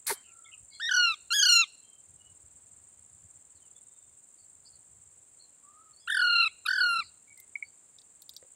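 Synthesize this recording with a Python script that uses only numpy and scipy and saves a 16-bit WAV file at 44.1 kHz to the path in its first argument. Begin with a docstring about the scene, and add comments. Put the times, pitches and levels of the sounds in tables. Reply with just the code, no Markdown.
"""Screeching parakeets over grass

Four shrill screeches, stacks of tones whose trembling throat yodels between two registers.
Shaped noise gives a short swish, beak cracks and faint thumps; damped rings give two hollow ticks
and a dull knock. Behind: crickets in rough paired strokes at 7-8 kHz, far birds in gliding notes,
a noise floor and a low outdoor rumble that comes and goes."""
import sys
import numpy as np
from scipy import signal
from scipy.fft import rfft, irfft, next_fast_len
from scipy.io import wavfile
from scipy.ndimage import uniform_filter1d, map_coordinates

SR = 44100
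rng = np.random.default_rng(int(sys.argv[2]) if len(sys.argv) > 2 else 0)


def store_wav(level_fs):
    """Save 16-bit WAV to argv[1]."""
    pcm = np.round(np.clip(np.atleast_2d(level_fs), -1, 1) * 32767)
    wavfile.write(sys.argv[1], SR, pcm.T.astype(np.int16))


N = 377055
T = np.arange(N) / SR

# spectrum of the whole meadow of crickets: (frequency [Hz], relative density [dB/Hz])
CHORUS_SPECTRUM = [(3240, -67), (5500, -48.5), (6060, -25), (7300, -5.5), (8220, -9.5), (9260, -11.5),
                   (9550, -24), (11000, -37.5), (13600, -38.5), (15000, -28), (15800, -34.5)]


def amp(db):
    """Decibels to amplitude."""
    return 10 ** (np.asarray(db) / 20)


def unit(x):
    """Scale to rms 1."""
    return x / np.sqrt(np.mean(np.abs(x) ** 2) + 1e-20)


def along(points, hz):
    """Interpolate (Hz, value) points on a log frequency axis."""
    f, v = np.transpose(points)
    return np.interp(np.log(hz + 1), np.log(f + 1), v)


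def curves(rows, t=T):
    """One value per sample for each column after the time."""
    s, *cols = np.transpose(rows)
    return [np.interp(t, s, c) for c in cols]


def wobble(rate, size=N):
    """A smooth random curve, rate knots a second."""
    knots = rng.standard_normal(int(size * rate / SR) + 4)
    return map_coordinates(knots, [np.arange(size) * rate / SR])


def filtered(x, response):
    """x times a complex response of frequency."""
    m = next_fast_len(N + SR)
    return irfft(rfft(x, m) * response(np.fft.rfftfreq(m, 1 / SR)), m)[..., :N]


def noise(spectrum):
    """Coloured noise of rms 1."""
    return unit(filtered(rng.standard_normal(N), lambda hz: amp(along(spectrum, hz))))


def smear(rough, spread_hz, size=N):
    """Complex gain that turns a share of a tone into narrow noise."""
    rough = np.clip(rough, 0, 1)
    random_gain = wobble(spread_hz, size=size) + 1j * wobble(spread_hz, size=size)
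    return np.sqrt(1 - rough) + np.sqrt(rough / 2) * random_gain


def rough_tone(hz, rough, spread_hz):
    """A tone of rms 1 on the pitch curve, part of it smeared."""
    carrier = np.exp(2j * np.pi * np.cumsum(hz) / SR)
    return unit(np.real(smear(rough, spread_hz, size=len(hz)) * carrier))


def notes(rows):
    """Short gliding notes; the rougher ones arch upward and smear wider."""
    out = np.zeros(N)
    for s, length_s, first_hz, last_hz, db, rough in rows:
        u = np.linspace(0, 1, round(length_s * SR))
        glide_hz = first_hz + (last_hz - first_hz) * u
        hz = glide_hz * (1 + 0.053 * rough * (np.sin(np.pi * u) - .6))
        swell = np.abs(np.sin(np.pi * u ** .7))
        note = swell * rough_tone(hz, rough, 40 + 500 * rough ** 2)
        out[round(s * SR):][:len(u)] += amp(db + 1.0) * note
    return out


def flip(t, jump_hz, tension, crest_s, period_s, slowing):
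    """Share 0-1 of the flipped register: upward jumps ride the tremble's crests, downward ones its troughs."""
    sharpness = 1.9  # how abruptly the register follows the tremble
    since_s = t - crest_s
    # solves since_s = period_s * beats + slowing * beats ** 2
    beats = 2 * since_s / (period_s + np.sqrt(np.abs(period_s ** 2 + 4 * slowing * since_s)))
    tremble = np.tanh(jump_hz / 10) * np.cos(2 * np.pi * beats)
    return (1 + np.tanh(sharpness * (tension + tremble))) / 2


def screeches():
    """A stack of 12 tones; each flip moves the pitch and the tones' strength together."""
    # per screech: (time [s], relaxed pitch [Hz], register jump [Hz], tension [-1 relaxed, +1 flipped],
    #               tone 1 [dB], tone 2 [dB], tone 3 [dB], higher tones [dB]), levels before flip loss
    contours = [
        [(.798, 1335, 30, 2.5, -34.5, -38, -32, -52), (.812, 1418, 300, 0.9, -28, -34, -42, -45),
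         (.83, 1455, 380, 5.5, -22.5, -25, -33, -42), (.884, 1532, 370, 2.5, -20, -23, -30.5, -29),
         (.897, 1493, 291.5, 0.12, -24.5, -32.5, -43, -39),
         (.965, 1453, 219.5, -0.95, -24, -35.5, -31.5, -36.5),
         (.99, 1450, 26.5, -0.8, -22.5, -29.5, -27.5, -36.5), (1.05, 1411, -1, -.5, -29, -23, -29, -38),
         (1.11, 1324, -80.5, -1.5, -35.5, -30, -33.5, -49), (1.142, 1240, -69.5, 0, -43, -40.5, -34.5, -43.5)],
        [(1.304, 1400, 10, 1.5, -41, -27.5, -33, -47), (1.324, 1360, 20, 1.5, -30.5, -27.5, -21, -27.5),
         (1.345, 1420, 289, 1.7, -31.5, -24, -27, -20), (1.4, 1477, 175, 1.1, -34.5, -20, -35, -20.5),
         (1.43, 1474, 199.5, .1, -29.5, -26.5, -21.5, -23.5), (1.5, 1407, 110.5, -0.62, -32.5, -25, -21, -23.5),
         (1.57, 1375, 11, -.5, -33.5, -22.5, -21.5, -24.5), (1.615, 1353, -0.5, -0.69, -35, -22, -28.5, -31.5),
         (1.64, 1180, 2, -0.69, -42.5, -37, -31, -49.5)],
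        [(6.074, 1332, 302, -1.5, -41, -37, -38.5, -68), (6.085, 1419, 370, 0.15, -27.5, -42, -69, -47),
         (6.12, 1481, 371, 1, -19.5, -28, -45.5, -30.5), (6.15, 1486, 335.5, 0.47, -23, -36.5, -40.5, -41),
         (6.215, 1443, 291.5, -.55, -22.5, -36, -32.5, -49), (6.235, 1429, 70, -.4, -22.5, -34.5, -32.5, -48.5),
         (6.3, 1406, 52, -0.49, -27, -29, -29, -53.5), (6.38, 1368, 38.5, -0.13, -28, -23.5, -25, -49),
         (6.42, 1400, -110, -.6, -29, -23, -25.5, -48.5),
         (6.478, 1300, -120, -0.42, -38.5, -28.5, -33.5, -53.5)],
        [(6.652, 1285, 200, -1.8, -45, -57, -55, -71), (6.662, 1230, 230, .2, -35.5, -33, -31, -42),
         (6.69, 1470, 390, -.1, -22.5, -42, -28.5, -45.5), (6.76, 1502, 200.5, 0.26, -26, -45.5, -34.5, -45.5),
         (6.8, 1456, 216, -0.035, -23, -39, -32, -50.5), (6.82, 1446, 80.5, -0.24, -22.5, -39.5, -25, -51.5),
         (6.9, 1395, 7, -.5, -27.5, -33.5, -38.5, -50), (7.003, 1362, -115, -.55, -31, -35, -33, -51),
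         (7.027, 1120, -14, -0.44, -52, -43, -68, -82)],
    ]
    # colour of the higher tones, one list per screech: (frequency [Hz], relative level [dB])
    beak_colours = [
        [(2940, -51), (5000, -16), (5860, -8), (6580, -18), (9210, -46), (10000, -24.5), (15800, -43.5)],
        [(2940, -49), (5000, -20), (6710, -5.5), (7860, -39), (8530, -22), (10500, -35), (11800, -26.5),
         (15800, -45.5)],
        [(2940, -35), (5000, 0.5), (6450, -23.5), (8740, -7), (9200, 4.5), (9650, -20), (10100, -3),
         (11100, -5), (11900, -18), (15800, -17)],
        [(2940, -25.5), (5000, -5), (8290, -26.5), (8870, -33), (9600, -5), (10250, -16), (11000, -5),
         (11900, -20), (15800, -30.5)],
    ]
    # tremble per screech: (time of a crest [s], period there [s], slowing [s/beat^2])
    trembles = [(.905, 0.027, .0004), (1.3554, 0.03, 0.00038), (6.0918, .0223, .00033),
                (6.677, .023, .0003)]
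    # cost of a flip per screech: (tone 1 [dB per 100 Hz of jump], overtones [dB],
    #                              extra from tone 3 up [dB per 100 Hz of jump])
    flip_losses = [(4, 10.5, 0.5), (0.5, 6, 0.74), (3.5, 6.5, 3), (4, 6, 4)]
    # at the end the pitch sags by a share and the overtones linger
    sag, release_s, linger_db, linger_t60_s = .12, .002, -15, 0.078
    attack_s = 0.0027
    out, orders = np.zeros(N), np.arange(1, 13)[:, None]
    for rows, beak, tremble, losses in zip(contours, beak_colours, trembles, flip_losses):
        low_loss_db, over_loss_db, thin_db = losses
        start_s, end_s = rows[0][0], rows[-1][0]
        part = slice(round(start_s * SR), round((end_s + .04) * SR))
        t = T[part]
        size = len(t)
        hz, jump_hz, tension, *levels = curves(rows, t)

        flipped = flip(t, jump_hz, tension, *tremble)
        jump = jump_hz * flipped
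        low_gain = amp(-low_loss_db * np.abs(jump) / 100)
        over_gain = amp(-over_loss_db * flipped)
        thin = amp(-thin_db * np.abs(jump) / 100)
        strain = np.clip(uniform_filter1d(jump, size=900) / 250, 0, 1)  # the high register is hoarse
        hz = hz + jump + (4 + 32 * strain) * wobble(230, size=size)

        after_s = np.clip(t - end_s, 0, None)
        voiced = np.exp(-after_s / release_s)
        hz = hz * (1 - sag * (1 - voiced))
        linger = voiced + (1 - voiced) * amp(linger_db - 60 * after_s / linger_t60_s)

        breath = np.real(smear(.02 * strain, 800, size=size))  # fills in noise between the overtones
        # higher tones are rougher and their smear is wider
        rasp = [smear((.003 + .018 * strain) * k ** 2, 60 + 90 * k, size=size) for k in orders[:, 0]]
        phase = orders * 2 * np.pi * np.cumsum(hz) / SR + 0.1 * orders ** 2
        tones = np.sqrt(2) * np.real(-np.exp(1j * phase) * rasp)

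        drift = amp(4.7 * np.array([wobble(22.77, size=size) for _ in orders[3:]]))
        dull_db = -1.2 * (1 - strain) * (orders[3:] - orders[3])  # the relaxed register loses its top
        colour = amp(along(beak, orders[3:] * hz) + dull_db)
        high = unit(np.sum(colour * drift * tones[3:], axis=0))

        overtones = np.sum(amp(levels[1:]) * [tones[1], thin * tones[2], thin * high], axis=0)
        low = voiced * amp(levels[0]) * low_gain * tones[0]
        stack = low + linger * over_gain * breath * overtones
        out[part] = np.clip((t - t[0]) / attack_s, 0, 1) * stack
    return out


def swish():
    """Something sweeps past: ragged hiss over a darker rush, with a low knock inside."""
    # (time [s], hiss level [dB], body level [dB])
    envelope = [(.064, -75.5, -48), (.068, -30, -51), (.08, -29.5, -36.5), (.098, -31.5, -33),
                (.11, -29.5, -34), (.14, -39.5, -55.5), (.165, -65.5, -60.5), (.23, -96, -76)]
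    # hiss spectrum: (frequency [Hz], relative density [dB/Hz])
    hiss_spectrum = [(1470, -43), (2500, -19), (3200, -15.5), (4060, -4), (6360, -8.5), (10100, 1.5),
                     (15800, -15.5)]
    # spectrum of the darker rush: (frequency [Hz], relative density [dB/Hz])
    body_spectrum = [(300, -16), (800, -5), (1600, -1.5), (2200, -0.5), (2900, -24), (4500, -33)]
    # low knock: (time [s], length [s], first pitch [Hz], last pitch [Hz], relative level [dB], roughness [0-1])
    knock_notes = [(.098, 0.023, 940, 880, -36, 0.47), (0.102, 0.033, 510, 340, -35.5, 0.52)]
    opens_s, dark_hz = 0.054, 1300  # the rush reaches below dark_hz only gradually
    start_s, end_s = envelope[0][0], envelope[-1][0]
    hiss_db, body_db = curves(envelope)
    on = (T > start_s) & (T < end_s)
    body = noise(body_spectrum)
    dark = filtered(body, lambda hz: 1 / (1 + (hz / dark_hz) ** 4))
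    body = body - np.clip(1 - (T - start_s) / opens_s, 0, 1) * dark
    hiss = amp(hiss_db + 1.3 * wobble(270)) * noise(hiss_spectrum)
    return on * (hiss + amp(body_db) * body) + notes(knock_notes)


def cracks():
    """Each beak crack is a few ms of dying noise in the shell's resonances plus a bright snap."""
    # (time [s], relative level [dB], snap relative to that [dB])
    hits = [(7.3765, -51.5, -3), (7.3999, -48.5, 7), (7.9851, -37.5, -53), (8.0164, -47, -27),
            (8.22, -39.5, -6), (8.293, -30.5, -12.5), (8.3366, -46.5, -10), (8.3646, -27, -18.5)]
    # resonances of what the beak cracks: (centre [Hz], width [Hz], relative level per pass [dB])
    resonances = [(3600, 970, 1.5), (4870, 2700, 0)]
    low, high, t = np.zeros(N + SR), np.zeros(N + SR), T[:2000]
    for s, db, snap_db in hits:
        decay = amp(-60 * t / 0.022) + amp(-19.0 - 60 * t / .05)
        burst = rng.standard_normal(len(t)) * decay
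        low[round(s * SR):][:len(t)] += amp(db + 1.5) * burst
        high[round(s * SR):][:len(t)] += amp(db + snap_db + 17.0) * burst

    def shell(f):
        """Band-pass resonances in parallel, alternating in sign."""
        total = 0
        for k, (centre, width, db) in enumerate(resonances):
            total = total + (-1) ** k * amp(db) * 1j * f * width / (centre * centre - f * f + 1j * f * width)
        return total

    def snap(f):
        """Steep high-pass with a soft top."""
        return (1j * f / (7000 + 1j * f)) ** 6 / (1 + 1j * f / 12000) ** 2

    return filtered(low[:N], lambda f: shell(f) ** 2) + filtered(high[:N], snap)


def ticks():
    """A small hollow body rings briefly in three damped modes."""
    # (time [s], relative level [dB])
    hits = [(7.5543, -22), (7.6243, -24)]
    # modes: (frequency [Hz], relative level [dB], t60 [s])
    modes = [(2213, 3.5, 0.022), (2250, -10, 0.056), (4420, -40, 0.035)]
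    out, t = np.zeros(N), T[:4000]
    onset = 1 - np.exp(-(t / 0.0026) ** 2)
    ring = sum(amp(level - 60 * t / t60) * np.sin(2 * np.pi * hz * t) for hz, level, t60 in modes)
    for s, db in hits:
        out[round(s * SR):][:len(t)] += amp(db + 2.5) * onset * ring
    return out


def thud():
    """A dull knock on the branch and its bounce: each a low damped ring with a short broad tap."""
    # (time [s], ring level at onset [dB])
    contacts = [(8.4265, -48), (8.449, -56)]
    ring_hz, ring_t60_s, tap_t60_s = 520, .04, .015
    rush, out = noise([(300, -10.5), (2000, -4), (4500, -19), (7000, -50)]), np.zeros(N)
    for s, db in contacts:
        t = np.clip(T - s, 0, None)
        ring = amp(-60 * t / ring_t60_s) * np.sin(2 * np.pi * ring_hz * t)
        tap = amp(-10 - 60 * t / tap_t60_s) * rush
        out += (T > s) * amp(db) * (ring + tap)
    return out


def bumps():
    """Faint thumps: soft low puffs of noise."""
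    # (time [s], level before the envelope [dB])
    puffs = np.array([(6.375, -56.5), (6.905, -56), (6.975, -56)])
    rise_s = 0.017
    u = np.clip(T - puffs[:, :1], 0, None) / rise_s
    envelope = np.sum(amp(puffs[:, 1:]) * u * np.exp(-u), axis=0)
    return envelope * noise([(60, -15.5), (220, 1), (1500, -40)])


def far_birds():
    """Distant peeps and whistles as gliding notes."""
    # (time [s], length [s], first pitch [Hz], last pitch [Hz], relative level [dB],
    #  roughness [0 pure, 1 fully smeared; above 1 only wider and more arched])
    calls = [(.13, 0.1, 3120, 3150, -63.5, 0.08), (0.231, 0.11, 2930, 2400, -64, 1),
             (.26, 0.34, 1389, 1271, -67, 0.45), (.445, 0.034, 3410, 3300, -61, 0.86),
             (0.456, 0.051, 2205, 2066, -58.5, 0.4), (.515, 0.042, 2824, 2678, -51.5, 0.97),
             (0.7, 0.11, 4600, 4400, -63, 1.1), (.71, .085, 2220, 2130, -66, .35),
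             (.72, 0.095, 4100, 4250, -57.5, 0.7), (0.734, 0.029, 3400, 3290, -59, 0.4),
             (1.819, 0.21, 3175, 3090, -70, 0.35), (2.177, 0.17, 2903, 2945, -68, 0.2),
             (3.55, .07, 4700, 3200, -76.5, .8), (3.61, 0.078, 3190, 2745, -74, 0.62),
             (3.75, 0.054, 3480, 3500, -70.5, 0.66), (3.8, 0.4, 3700, 3530, -82.5, 0.2),
             (4.379, 0.077, 4580, 4360, -71.5, 0.97), (4.65, 0.054, 4620, 4670, -59, 1.28),
             (4.72, 0.061, 4520, 4260, -66, 1.1), (5.39, 0.079, 4260, 4230, -61, 0.78),
             (5.63, 0.27, 1133, 1330, -63.5, 0.14), (5.78, 0.17, 1336, 1215, -65, 0.08),
             (5.93, 0.027, 4360, 4350, -66.5, 0.6), (5.968, 0.041, 4400, 4620, -61, 0.47),
             (5.99, 0.072, 5030, 4880, -67, .5), (6.005, 0.079, 3405, 3270, -68, 0.42),
             (7.0, 0.11, 4440, 4271, -56.5, 1.48), (7.276, 0.063, 2260, 2235, -59.5, 0.34),
             (7.371, 0.041, 2070, 2086, -60.5, 0.45), (7.639, 0.072, 4530, 4500, -68, 0.6)]
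    return notes(calls)


def cricket(beats, low_hz):
    """Two wing strokes a chirp, each a rough tone that steps down about 1 kHz, with a faint octave and rustle."""
    slot = 3 * ((beats + 0.24) % 1)  # two strokes, then a rest
    u = np.clip((slot % 1) / 1.1, 0, 1)
    stroke = (slot < 2) * np.abs(np.sin(np.pi * u ** 0.89))
    hz = low_hz + 480 * (1 - np.tanh((u - .45) / 0.11))
    tone = rough_tone(hz, .6, 400) + amp(-31) * rough_tone(2 * hz, .7, 700)
    rustle = amp(-9) * noise(CHORUS_SPECTRUM)
    return unit(stroke * (tone + rustle))


def crickets():
    """Two near singers drifting against each other, and the blurred meadow behind them."""
    # (time [s], lag of the first [chirp periods], its mean level [dB], lag of the second [chirp periods])
    singers = [(0, .15, -59, 0.72), (.7, 0.23, -57.5, 0.46), (1.3, .2, -59.5, 0.64), (2, .2, -60.5, 0.13),
               (3.1, 0.11, -59.5, 0.46), (3.9, .26, -60, 0.14), (4.6, .27, -61, -0.055),
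               (5.4, 0.24, -63.5, 0.036), (6, 0.26, -69.5, 0.071), (6.8, 0.13, -61, -.1),
               (7.5, 0.14, -65.5, -0.66), (8.55, 0.026, -64, -0.66)]
    chirp_hz = 19.16
    lag, level_db, other_lag = curves(singers)
    first = amp(level_db + wobble(20)) * cricket(chirp_hz * T - lag, low_hz=7240)
    second = amp(-61.5 + wobble(33)) * cricket(chirp_hz * T - other_lag, low_hz=7380)
    return first + second + amp(-64.5) * noise(CHORUS_SPECTRUM)


def echoes(x, t60_s, thin_hz):
    """Scattered answers of trees and ground, blurred by moving leaves and thin in the bass."""
    t = T[:SR]
    tail = rng.standard_normal(len(t)) * amp(-60 * t / t60_s) * (t > .004)
    wet = signal.fftconvolve(x * wobble(220), tail / np.linalg.norm(tail))[:N]
    return filtered(wet, lambda hz: 1 / (1 + (hz / 6000) ** 4) * hz ** 2 / (hz ** 2 + thin_hz ** 2))


def outdoor_floor():
    """Nearly steady air noise, and a low rumble that comes and goes."""
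    # air spectrum: (frequency [Hz], relative density [dB/Hz])
    air_spectrum = [(100, 0), (200, -0.5), (700, -3.5), (2000, -9.5), (5000, -15), (9000, -29.5),
                    (16000, -41)]
    # rumble spectrum: (frequency [Hz], relative density [dB/Hz])
    rumble_spectrum = [(25, -28.5), (50, -6), (81, 4.5), (204, -14.5), (390, -45), (660, -120)]
    # gusts: (time [s], rumble level before its flutter [dB])
    gusts = [(0, -78.5), (.95, -72), (1.95, -84.5), (2.15, -70), (2.9, -74.5), (3.15, -70.5), (4.4, -84.5),
             (5, -64), (5.3, -82.5), (7, -77.5), (7.3, -84), (8.55, -81.5)]
    air = amp(-73 + 0.47 * wobble(2.1)) * noise(air_spectrum)
    rumble = amp(curves(gusts)[0] + 5.9 * wobble(25)) * noise(rumble_spectrum)
    return air + rumble


def scene():
    """Near and far sources with their echoes, over crickets and the outdoor floor."""
    near = screeches() + swish() + cracks() + ticks() + thud()
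    far = far_birds()
    ground = amp(-17) * echoes(near, .09, 1500)
    trees = amp(-22.5) * echoes(near, 0.55, 2200) + amp(-7.5) * echoes(far, 0.25, 300)
    return (near + bumps() + far + ground + trees + crickets() + outdoor_floor())[None]


def record(dry):
    """The microphone chain thins out the deep bass and keeps nothing above its band limit."""
    top_hz, bass_hz = 15760, 45
    return filtered(dry, lambda hz: (hz < top_hz) * hz ** 2 / (hz ** 2 + bass_hz ** 2))


dry = scene()
out = record(dry)
store_wav(out)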